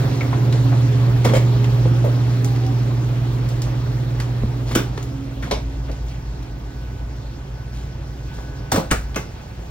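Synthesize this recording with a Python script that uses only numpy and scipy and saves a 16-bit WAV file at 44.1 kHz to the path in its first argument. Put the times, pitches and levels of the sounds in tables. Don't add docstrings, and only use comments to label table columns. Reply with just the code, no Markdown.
import sys
import numpy as np
from scipy import signal
from scipy.fft import rfft, irfft, next_fast_len
from scipy.io import wavfile
from scipy.ndimage import uniform_filter1d

SR = 44100
rng = np.random.default_rng(int(sys.argv[2]) if len(sys.argv) > 2 else 0)


def store_pcm(level_fs):
    pcm = np.round(np.clip(level_fs, -1, 1) * 32767).astype(np.int16)
    wavfile.write(sys.argv[1], SR, np.atleast_2d(pcm).T)


N = 427769
TIME = np.arange(N) / SR
EDGES = np.geomspace(22, 17000, 26)
CENTRES = np.sqrt(EDGES[1:] * EDGES[:-1])
BLOW_SIZE = SR // 2
SHUT_S = 8.914

# (time [s], share [0-1])
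STOREROOM_SHARE = [(0, 0.02), (3.0, 0), (4.5, 0.04), (6.0, 0.92), (9.7, 1)]
# (time [s], relative level [dB], treble [dB], rise [s], part)
CLANKS = [ (0.209, -27.5, -12, 0.00081, "hinge pin"), (1.245, -13, -3, 0.0046, "frame"),
          (1.336, -24.5, -4.5, 0.0008, "push bar"), (1.350, -33.5, 4, 0.001, "push bar"),
          (1.363, -31, -2, 0.001, "push bar"), (2.042, -24, -13, 0.0021, "door skin"),
          (4.707, -22.5, -3, 0.008, "frame"), (4.750, -22, -0.5, 0.0011, "door edge"),
          (5.423, -26.5, 2, 0.0095, "frame"), (5.511, -23, 6, 0.00077, "handle"),
          (8.717, -22, 5, 0.0008, "closer"), (8.758, -24.5, -6.5, 0.00071, "closer"),
          (8.911, -19.5, -8.5, 0.0008, "latch"), (9.159, -22.5, -8, 0.00092, "bolt")]
# (frequency [Hz], level against the blow [dB], t60 [s])
STEEL = [(1561, -22, .28), (2300, -16, .28), (2940, -19, 0.33), (3548, -17, 0.28), (4436, -26, .28),
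         (5782, -24, .24), (6150, -23, .22), (7500, -24, 0.14)]


def fan_tones(fade_db):
    # (multiple of the blade rate, level against the tone level [dB])
    blade_orders = [(1, 4.5), (3, -10), (4, -16)]
    # (time [s], level against the tone level [dB])
    second_blade = [(0, -9), (.25, -0.5), (.5, -4), (.7, 0.5), (1.0, -0.5), (1.2, -9), (1.75, -9),
                    (2.1, -3.5), (2.65, 0), (3.2, -3.5), (3.55, -11), (3.95, -12), (4.25, 0), (4.9, -6.5),
                    (5.2, 5.5), (6.2, -2.5), (7.9, -6.5), (8.4, -2)]
    # (frequency [Hz], level against the tone level [dB])
    casing_lines = [(48.5, -12.5), (73.2, -8), (92.7, -11), (147.5, -8), (281, -14.5), (315.2, -11),
                    (342.0, -11), (523, -25)]
    hum_hz, blade_hz = 120.0, 136.7
    hum_inside_db, hum_follows, tones_inside_db = -14, 1.69, -31.5
    hum_wall_db, tones_doorway_db = -9.5, -5.5
    seal_db, seal_s = -10.5, 0.25

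    outside, = in_time(STOREROOM_SHARE)
    quiet_spot_db = -8 * np.exp(-((TIME - 0.12) / 0.26) ** 2)
    hum_db = hum_inside_db + hum_follows * fade_db + hum_wall_db * outside + quiet_spot_db
    hum = from_db(hum_db) * tone(hum_hz, waver=.03, rate=1.5)

    blades = sum(from_db(db) * tone(k * blade_hz, waver=0.29 * k, rate=0.84 * k) for k, db in blade_orders)
    second_db, = in_time(second_blade)
    blades = blades + from_db(second_db) * tone(2 * blade_hz, waver=.55, rate=6)
    casing = sum(from_db(db) * tone(hz, waver=0.82, rate=2.4) for hz, db in casing_lines)
    tones_db = tones_inside_db + fade_db + tones_doorway_db * outside

    shut = np.clip(1 + (TIME - SHUT_S) / seal_s, 0, 1)
    return from_db(seal_db * shut) * (hum + from_db(tones_db) * (blades + casing))


def fan_air(fade_db):
    # (frequency [Hz], colour [dB per Hz])
    air_inside = [(25, -19), (45, 4.5), (100, 7), (200, 3), (300, 2), (450, -3.5), (750, -5.5),
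                  (1100, -10.5), (1600, -13.5), (2300, -16.5), (5000, -20.5), (8000, -31)]
    # (frequency [Hz], colour [dB per Hz])
    air_outside = [(25, 0.5), (45, 8), (100, 11.5), (200, 1), (300, -4), (450, -5.5), (800, -8),
                   (1100, -13), (2000, -17), (4000, -21.5), (5500, -20.5), (8000, -33.5)]
    # (frequency [Hz], lift [dB])
    air_top = [(3900, 0), (5100, -1), (6700, 1.5), (8700, 2.5), (11400, 0), (15000, .5)]
    roar_db, hiss_db = -57.0, -57.5
    flutter_db, flutter_hz = 1.56, 11.4

    outside, = in_time(STOREROOM_SHARE)
    out = np.zeros((2, N))
    for noise, hz, width in zip(diffuse_bands(), CENTRES, np.diff(EDGES)):
        high = np.clip(np.log2(hz / 800) / 2, 0, 1)
        level_db = (1 - high) * roar_db + high * hiss_db + fade_db
        colour_db = (1 - outside) * at_hz(air_inside, hz) + outside * at_hz(air_outside, hz)
        colour_db = colour_db + at_hz(air_top, hz)
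        out += noise * np.sqrt(width) * from_db(level_db + colour_db + flutter_db * drift(flutter_hz))
    return out


def fan_fade():
    # (time [s], level [dB])
    fan_level = [(0.0, -40), (0.38, -42), (1.8, -42), (2.61, -44), (4.64, -47), (4.84, -47.5), (5.2, -49),
                 (7.47, -51), (8.6, -49.5)]
    level_db, = in_time(fan_level)
    return level_db - level_db[:2 * SR].mean()


def door(bands):
    parts = { "frame": [(230, 60, 5.5), (500, 320, 5.5), (990, 200, 7), (2130, 250, 7.5), (3440, 400, 4.5)],
             "push bar": [(550, 90, 14), (970, 33, 8), (1750, 120, 5), (2220, 110, 15), (3170, 170, 9),
             (5030, 54, 8), (7500, 150, 11), (9300, 300, 2)], "door edge": [(245, 39, 7), (341, 27, 13),
             (503, 110, 8.5), (1150, 200, 8.5), (1490, 210, 13.5), (2360, 200, 9.5), (3000, 250, 11.5),
             (3600, 200, 10.5), (5840, 390, 11), (7900, 690, 7)], "handle": [(415, 29, 7), (620, 145, 15),
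             (820, 110, 4), (980, 70, 9.5), (1350, 120, -5), (2270, 260, 8), (3670, 660, 5), (5060, 82, 7),
             (5800, 330, 6)], "closer": [(528, 22, 7.5), (744, 89, 5.5), (990, 810, 10.5), (4370, 200, 4.5),
             (5800, 80, 10), (7700, 100, 12)], "door skin": [(465, 55, 11.5), (585, 57, 15.5),
             (940, 100, 5)], "hinge pin": [(2190, 320, 20), (2740, 270, 3)], "latch": [(453, 61, 7),
             (1160, 150, 15), (1440, 110, 7.5), (1900, 150, 9), (2400, 220, 8.5), (3020, 220, 12),
             (6100, 250, 1), (8350, 600, 16)], "bolt": [(460, 86, 8.5), (860, 150, 5.5), (1150, 100, 7),
             (1500, 360, 11), (2120, 84, 15), (2660, 110, 14), (3180, 300, 10), (6350, 400, 13),
             (8000, 400, 8), (12000, 500, 6)], }
    rings = { "door edge": STEEL, "closer": STEEL, "latch": STEEL, "bolt": STEEL, "push bar": [(533, 13.5, 0.13),
             (618, 7, .07), (2240, -1, 0.092), (3220, -5, .07)], "handle": [(437, -1, 0.1), (557, 4, 0.16),
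             (693, -1, .11), (2240, -11, .15)], "door skin": [(467, 2, 0.11), (600, 4, .13)],
             "hinge pin": [(2230, 6, .05)], }
    # (frequency [Hz], level [dB], t60 [s])
    panel = [(41, -25, 0.89), (54.3, -16, 0.87), (100.4, -13, 0.16)]
    clatter_db = -12.0

    out = np.zeros((2, N))
    for s, db, bass, treble, top, rise_s, part in contacts(count=2):
        colour = [(50, bass - 10), (200, bass), (800, -1), (1700, treble / 2 - 4), (4000, treble),
                  (9000, (treble + top) / 2 + 2.5), (15000, top + 1)]
        band_db = db + clatter_db + at_hz(colour, CENTRES)
        clatter = blow(bands, s, band_db, rise_s, crack_t60=0.051, room_t60=0.26, room_db=-4.5, chatter_db=5.5)
        add(out, s, resonate(clatter, parts[part]))
    out = bend(out)
    for s, db, treble, rise_s, part in CLANKS:
        if part in rings:
            add(out, s, ringing(rings[part], db, scatter_db=1.0))
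    boom = sum(ring(strikes([SHUT_S], from_db(db)), hz, t60) for hz, db, t60 in panel)
    return out + boom


def contacts(count):
    part_colour = { "frame": (5.4, -9, -12), "push bar": (4.5, -5, -14.5), "door edge": (5.5, 5.8, -9),
                   "handle": (5.4, -12, -19), "closer": (2.5, 1.9, -6.5), "door skin": (0, -5, -9),
                   "hinge pin": (1, -38, -8.5), "latch": (7, -2, -18), "bolt": (2, -9, -22), }
    first_rebound_gap = {"frame": .044, "push bar": .007, "door edge": .021, "handle": .028, "closer": .02,
                         "door skin": .014, "hinge pin": .02, "latch": .012, "bolt": .012}
    restitution = .65
    softer_treble_db, softer_top_db, softer_rise_s = -5, -42, 0.0046

    for s, db, treble, rise_s, part in CLANKS:
        bass, top, rebound_db = part_colour[part]
        yield s, db, bass, treble, top, rise_s, part
        for k in range(count):
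            s = s + first_rebound_gap[part] * restitution ** k
            db = db + rebound_db
            yield s, db, bass, treble + softer_treble_db, top + softer_top_db, softer_rise_s, part


def ringing(modes, db, scatter_db):
    t = TIME[:BLOW_SIZE]
    out = np.zeros((2, BLOW_SIZE))
    for hz, level_db, t60 in modes:
        gain = from_db(db + level_db + scatter_db * rng.standard_normal((2, 1)))
        turns = rng.random((2, 1)) * min(hz / 3000, 1)
        out += gain * envelope(0, t60) * np.sin(2 * np.pi * (hz * t + turns))
    return out


def bend(x):
    lag_s, low_hz, top_hz = 0.001796, 199.4, 2490
    size = next_fast_len(x.shape[-1] + BLOW_SIZE)
    hz = np.fft.rfftfreq(size, 1 / SR)
    delay_s = lag_s * (np.sqrt(top_hz / np.clip(hz, low_hz, top_hz)) - 1)
    phase = 2 * np.pi * np.cumsum(delay_s) * SR / size
    return irfft(rfft(x, size) * np.exp(-1j * phase), size)[..., :x.shape[-1]]


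def bumps():
    # (time [s], relative level [dB], pitch [multiple of the lowest knock's])
    pushes = [(1.854, -2, 2.1), (4.434, 2.5, 1), (4.976, -7, 1.9), (8.723, -7, 3.2), (8.739, 0.5, 1.3),
              (8.772, 1, 2.1), (9.169, -10, 1.9)]
    # (frequency [Hz], level [dB], t60 [s])
    body = [(79.5, -16, 0.15), (215.4, -13.5, 0.052), (467, -21.5, 0.017), (930, -35, 0.012)]
    return sum(ring(strikes([s], from_db(level_db + db)), pitch * hz, t60)
               for s, level_db, pitch in pushes for hz, db, t60 in body)


def hinge():
    # (time [s], frequency [Hz], level [dB])
    squeak = [(2.35, 817, -77), (2.45, 815, -41), (2.55, 776, -42), (2.6, 775, -47.5), (2.68, 763, -33),
              (2.76, 766, -50), (2.85, 764, -77)]
    hz, db = in_time(squeak)
    phase = 2 * np.pi * np.cumsum(hz * (1 + 0.0058 * drift(40))) / SR
    return np.sqrt(2) * from_db(db) * np.sin(phase)


def footfalls(bands):
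    # (time [s], relative level [dB], centre [Hz])
    steps = [(0.327, -27.5, 990), (.545, -25, 490), (.718, -23, 800), (1.262, -27, 950),
             (1.853, -19.5, 470), (2.905, -32, 895), (3.665, -32, 950), (5.425, -28.5, 1510),
             (5.882, -41, 1670), (5.889, -27, 470), (8.381, -35, 720), (8.735, -20, 338), (8.773, -20, 190),
             (8.80, -24.5, 260)]
    return taps(bands, steps, level_db=-3.5, skirt_db=15.5, rise_s=0.0023,
                crack_t60=0.069, room_t60=0.23, room_db=-3.0)


def fitting_ticks(bands):
    # (time [s], relative level [dB], centre [Hz])
    tick_rows = [(0.208, -19, 2300), (0.329, -20, 1090), (0.525, -12, 3450), (1.292, -17.5, 3000),
                 (1.341, -16, 2400), (1.351, -18, 2800), (1.643, -14, 2500), (2.445, -11.5, 7500),
                 (2.56, -22.5, 3300), (2.664, -22, 4970), (3.488, -20, 7980), (3.619, -13, 5800),
                 (4.200, -17, 6000), (4.201, -13, 1280), (4.751, -7, 7500), (4.975, -15.5, 1070),
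                 (4.977, -23, 4000), (5.027, -22, 7940), (5.51, -15, 3500), (5.862, -34, 3170),
                 (5.915, -26, 5000), (6.083, -34, 4420), (6.427, -26.5, 3800), (8.718, -10, 8930),
                 (8.718, -13, 13000), (8.906, -13, 2000), (8.911, -8, 8550), (8.912, 0.5, 1340),
                 (9.145, -20, 2700), (9.159, -11.5, 7000)]
    return taps(bands, tick_rows, level_db=-9.5, skirt_db=6.5, rise_s=0.0012,
                crack_t60=0.013, room_t60=0.25, room_db=-16.5)


def brushing(bands):
    # (time [s], relative level [dB], centre [Hz])
    swish_rows = [(4.66, -30, 3500), (6.06, -43, 5000), (7.72, -39, 4300), (8.32, -39, 5000)]
    return taps(bands, swish_rows, level_db=-4.5, skirt_db=5.0, rise_s=0.061,
                crack_t60=0.46, room_t60=0.43, room_db=-6.0)


def compressors():
    # (frequency [Hz], level against the throb [dB])
    compressor_lines = [(57.2, -3.5), (53, -13), (49.1, -9.5)]
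    # (time [s], level [dB])
    throb_level = [(0, -47), (1.0, -41.5), (1.9, -29), (2.4, -39.5), (3.6, -29), (5.25, -32), (5.55, -24),
                   (6.9, -26), (7.3, -31), (9.7, -30)]
    throb_db, = in_time(throb_level)
    return from_db(throb_db) * sum(from_db(db) * tone(hz, waver=0.3, rate=0.84) for hz, db in compressor_lines)


def whines():
    # (frequency [Hz], level against the whine level [dB])
    whine_lines = [(830, -3), (888, -9.5), (1505, 1), (1660, -6.5)]
    # (time [s], level [dB])
    whine_level = [(4.5, -87), (5.8, -60), (6.35, -61), (6.55, -53.5), (7.3, -61.5), (7.8, -55), (8.0, -62),
                   (8.48, -51), (9.1, -53.5), (9.7, -62)]
    whine_db, = in_time(whine_level)
    return from_db(whine_db) * sum(from_db(db) * tone(hz, waver=.45, rate=6) for hz, db in whine_lines)


def taps(bands, rows, level_db, skirt_db, rise_s, crack_t60, room_t60, room_db):
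    out = np.zeros((2, N))
    for s, db, hz in rows:
        band_db = db + level_db - skirt_db * np.abs(np.log2(CENTRES / hz))
        add(out, s, blow(bands, s, band_db, rise_s, crack_t60, room_t60, room_db, chatter_db=-3.0))
    return out


def blow(bands, s, band_db, rise_s, crack_t60, room_t60, room_db, chatter_db):
    start = round(s * SR)
    noise = sum(from_db(db) * band[:, start:start + BLOW_SIZE] for band, db in zip(bands, band_db))
    roughness = rms_one(uniform_filter1d(rng.standard_normal(BLOW_SIZE), size=70))
    onset = np.minimum(TIME[:BLOW_SIZE] / 0.0076, 1)
    crack = noise[0] * envelope(rise_s, crack_t60) * from_db(chatter_db * roughness * onset)
    return crack + from_db(room_db) * noise * envelope(2 * rise_s, room_t60)


def envelope(rise_s, t60):
    t = TIME[:BLOW_SIZE]
    return (1 - np.exp(-t / max(rise_s, 1e-4))) * from_db(-60 * t / t60)


def add(out, s, sound):
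    start = round(s * SR)
    out[:, start:start + BLOW_SIZE] += sound[:, :N - start]


def resonate(x, modes):
    for hz, width, db in modes:
        b, a = signal.iirpeak(hz, hz / width, fs=SR)
        x = x + (from_db(db) - 1) * signal.lfilter(b, a, x)
    return x


def strikes(times, sizes):
    out = np.zeros(N)
    np.add.at(out, np.round(np.asarray(times) * SR).astype(int), sizes)
    return out + 1e-18


def ring(clicks, hz, t60):
    r, w = from_db(-60 / (t60 * SR)), 2 * np.pi * hz / SR
    return signal.lfilter([0, np.sin(w)], [1, -2 * r * np.cos(w), r * r], clicks)


def tone(hz, waver, rate):
    swing = (1 + waver * (drift(rate) + 1j * drift(rate))) / np.sqrt(1 + 2 * waver ** 2)
    carrier = np.exp(2j * np.pi * (hz * TIME + rng.random()))
    return np.sqrt(2) * np.real(swing * carrier) * ports(hz)


def drift(rate):
    r = np.exp(-200 * np.pi * rate / SR)
    slow = signal.lfilter([1], [1, -2 * r, r * r], rng.standard_normal(N // 100 + 2002))
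    slow = slow[2000:]
    return np.interp(np.arange(N) / 100, np.arange(len(slow)), rms_one(slow))


def diffuse_bands():
    # (frequency [Hz], correlation [-1 to 1])
    likeness = [(60, .99), (160, .98), (280, .94), (450, .5), (1000, .4), (3200, .3), (5600, .68),
                (8700, .97), (11500, .9), (14500, .65)]
    white, bands = rng.standard_normal((2, 2, N)), []
    for k, hz in enumerate(CENTRES):
        band_pass = signal.butter(2, EDGES[k:k + 2], "band", fs=SR, output="sos")
        mid, side = signal.sosfilt(band_pass, white[k % 2])
        alike = np.clip(at_hz(likeness, hz), -.98, .998)
        stereo = np.sqrt(1 + alike) * mid + np.sqrt(1 - alike) * side * [[1], [-1]]
        bands.append(rms_one(stereo) * ports(hz))
    return bands


def ports(hz):
    # (frequency [Hz], left minus right [dB])
    balance = [(60, 0), (120, -2), (200, -4), (380, -6), (700, -1), (1250, 3), (2300, -1), (4400, -1),
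               (9000, .3)]
    return from_db(at_hz(balance, hz) * np.array([[.5], [-.5]]))


def from_db(db):
    return 10 ** (np.asarray(db) / 20)


def rms_one(x):
    return x / np.sqrt(np.mean(x ** 2) + 1e-20)


def in_time(rows):
    s, *columns = np.transpose(rows)
    return [np.interp(TIME, s, c) for c in columns]


def at_hz(points, hz):
    f, value = np.transpose(points)
    return np.interp(np.log(hz), np.log(f), value)


def scene():
    fade_db = fan_fade()
    machines = fan_tones(fade_db) + fan_air(fade_db) + compressors() + whines()
    bands = diffuse_bands()
    door_sounds = door(bands) + bend(bumps()) + hinge()
    return machines + door_sounds + footfalls(bands) + fitting_ticks(bands) + brushing(bands)


def record(dry):
    # (frequency [Hz], phase [rad])
    port_lead = [(250, 0), (450, .4), (850, 1.5), (1500, 1.2), (4400, 1.55), (7000, 2.25), (8500, 2.85),
                 (12000, 3.55), (15000, 4.5)]
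    size = next_fast_len(N + BLOW_SIZE)
    lead = at_hz(port_lead, np.maximum(np.fft.rfftfreq(size, 1 / SR), 1))
    right = irfft(rfft(dry[1], size) * np.exp(-1j * lead), size)[:N]
    top_cut = signal.ellip(10, .2, 80, 15800, fs=SR, output="sos")
    return signal.sosfilt(top_cut, np.array([dry[0], right]))


dry = scene()
out = record(dry)
store_pcm(out)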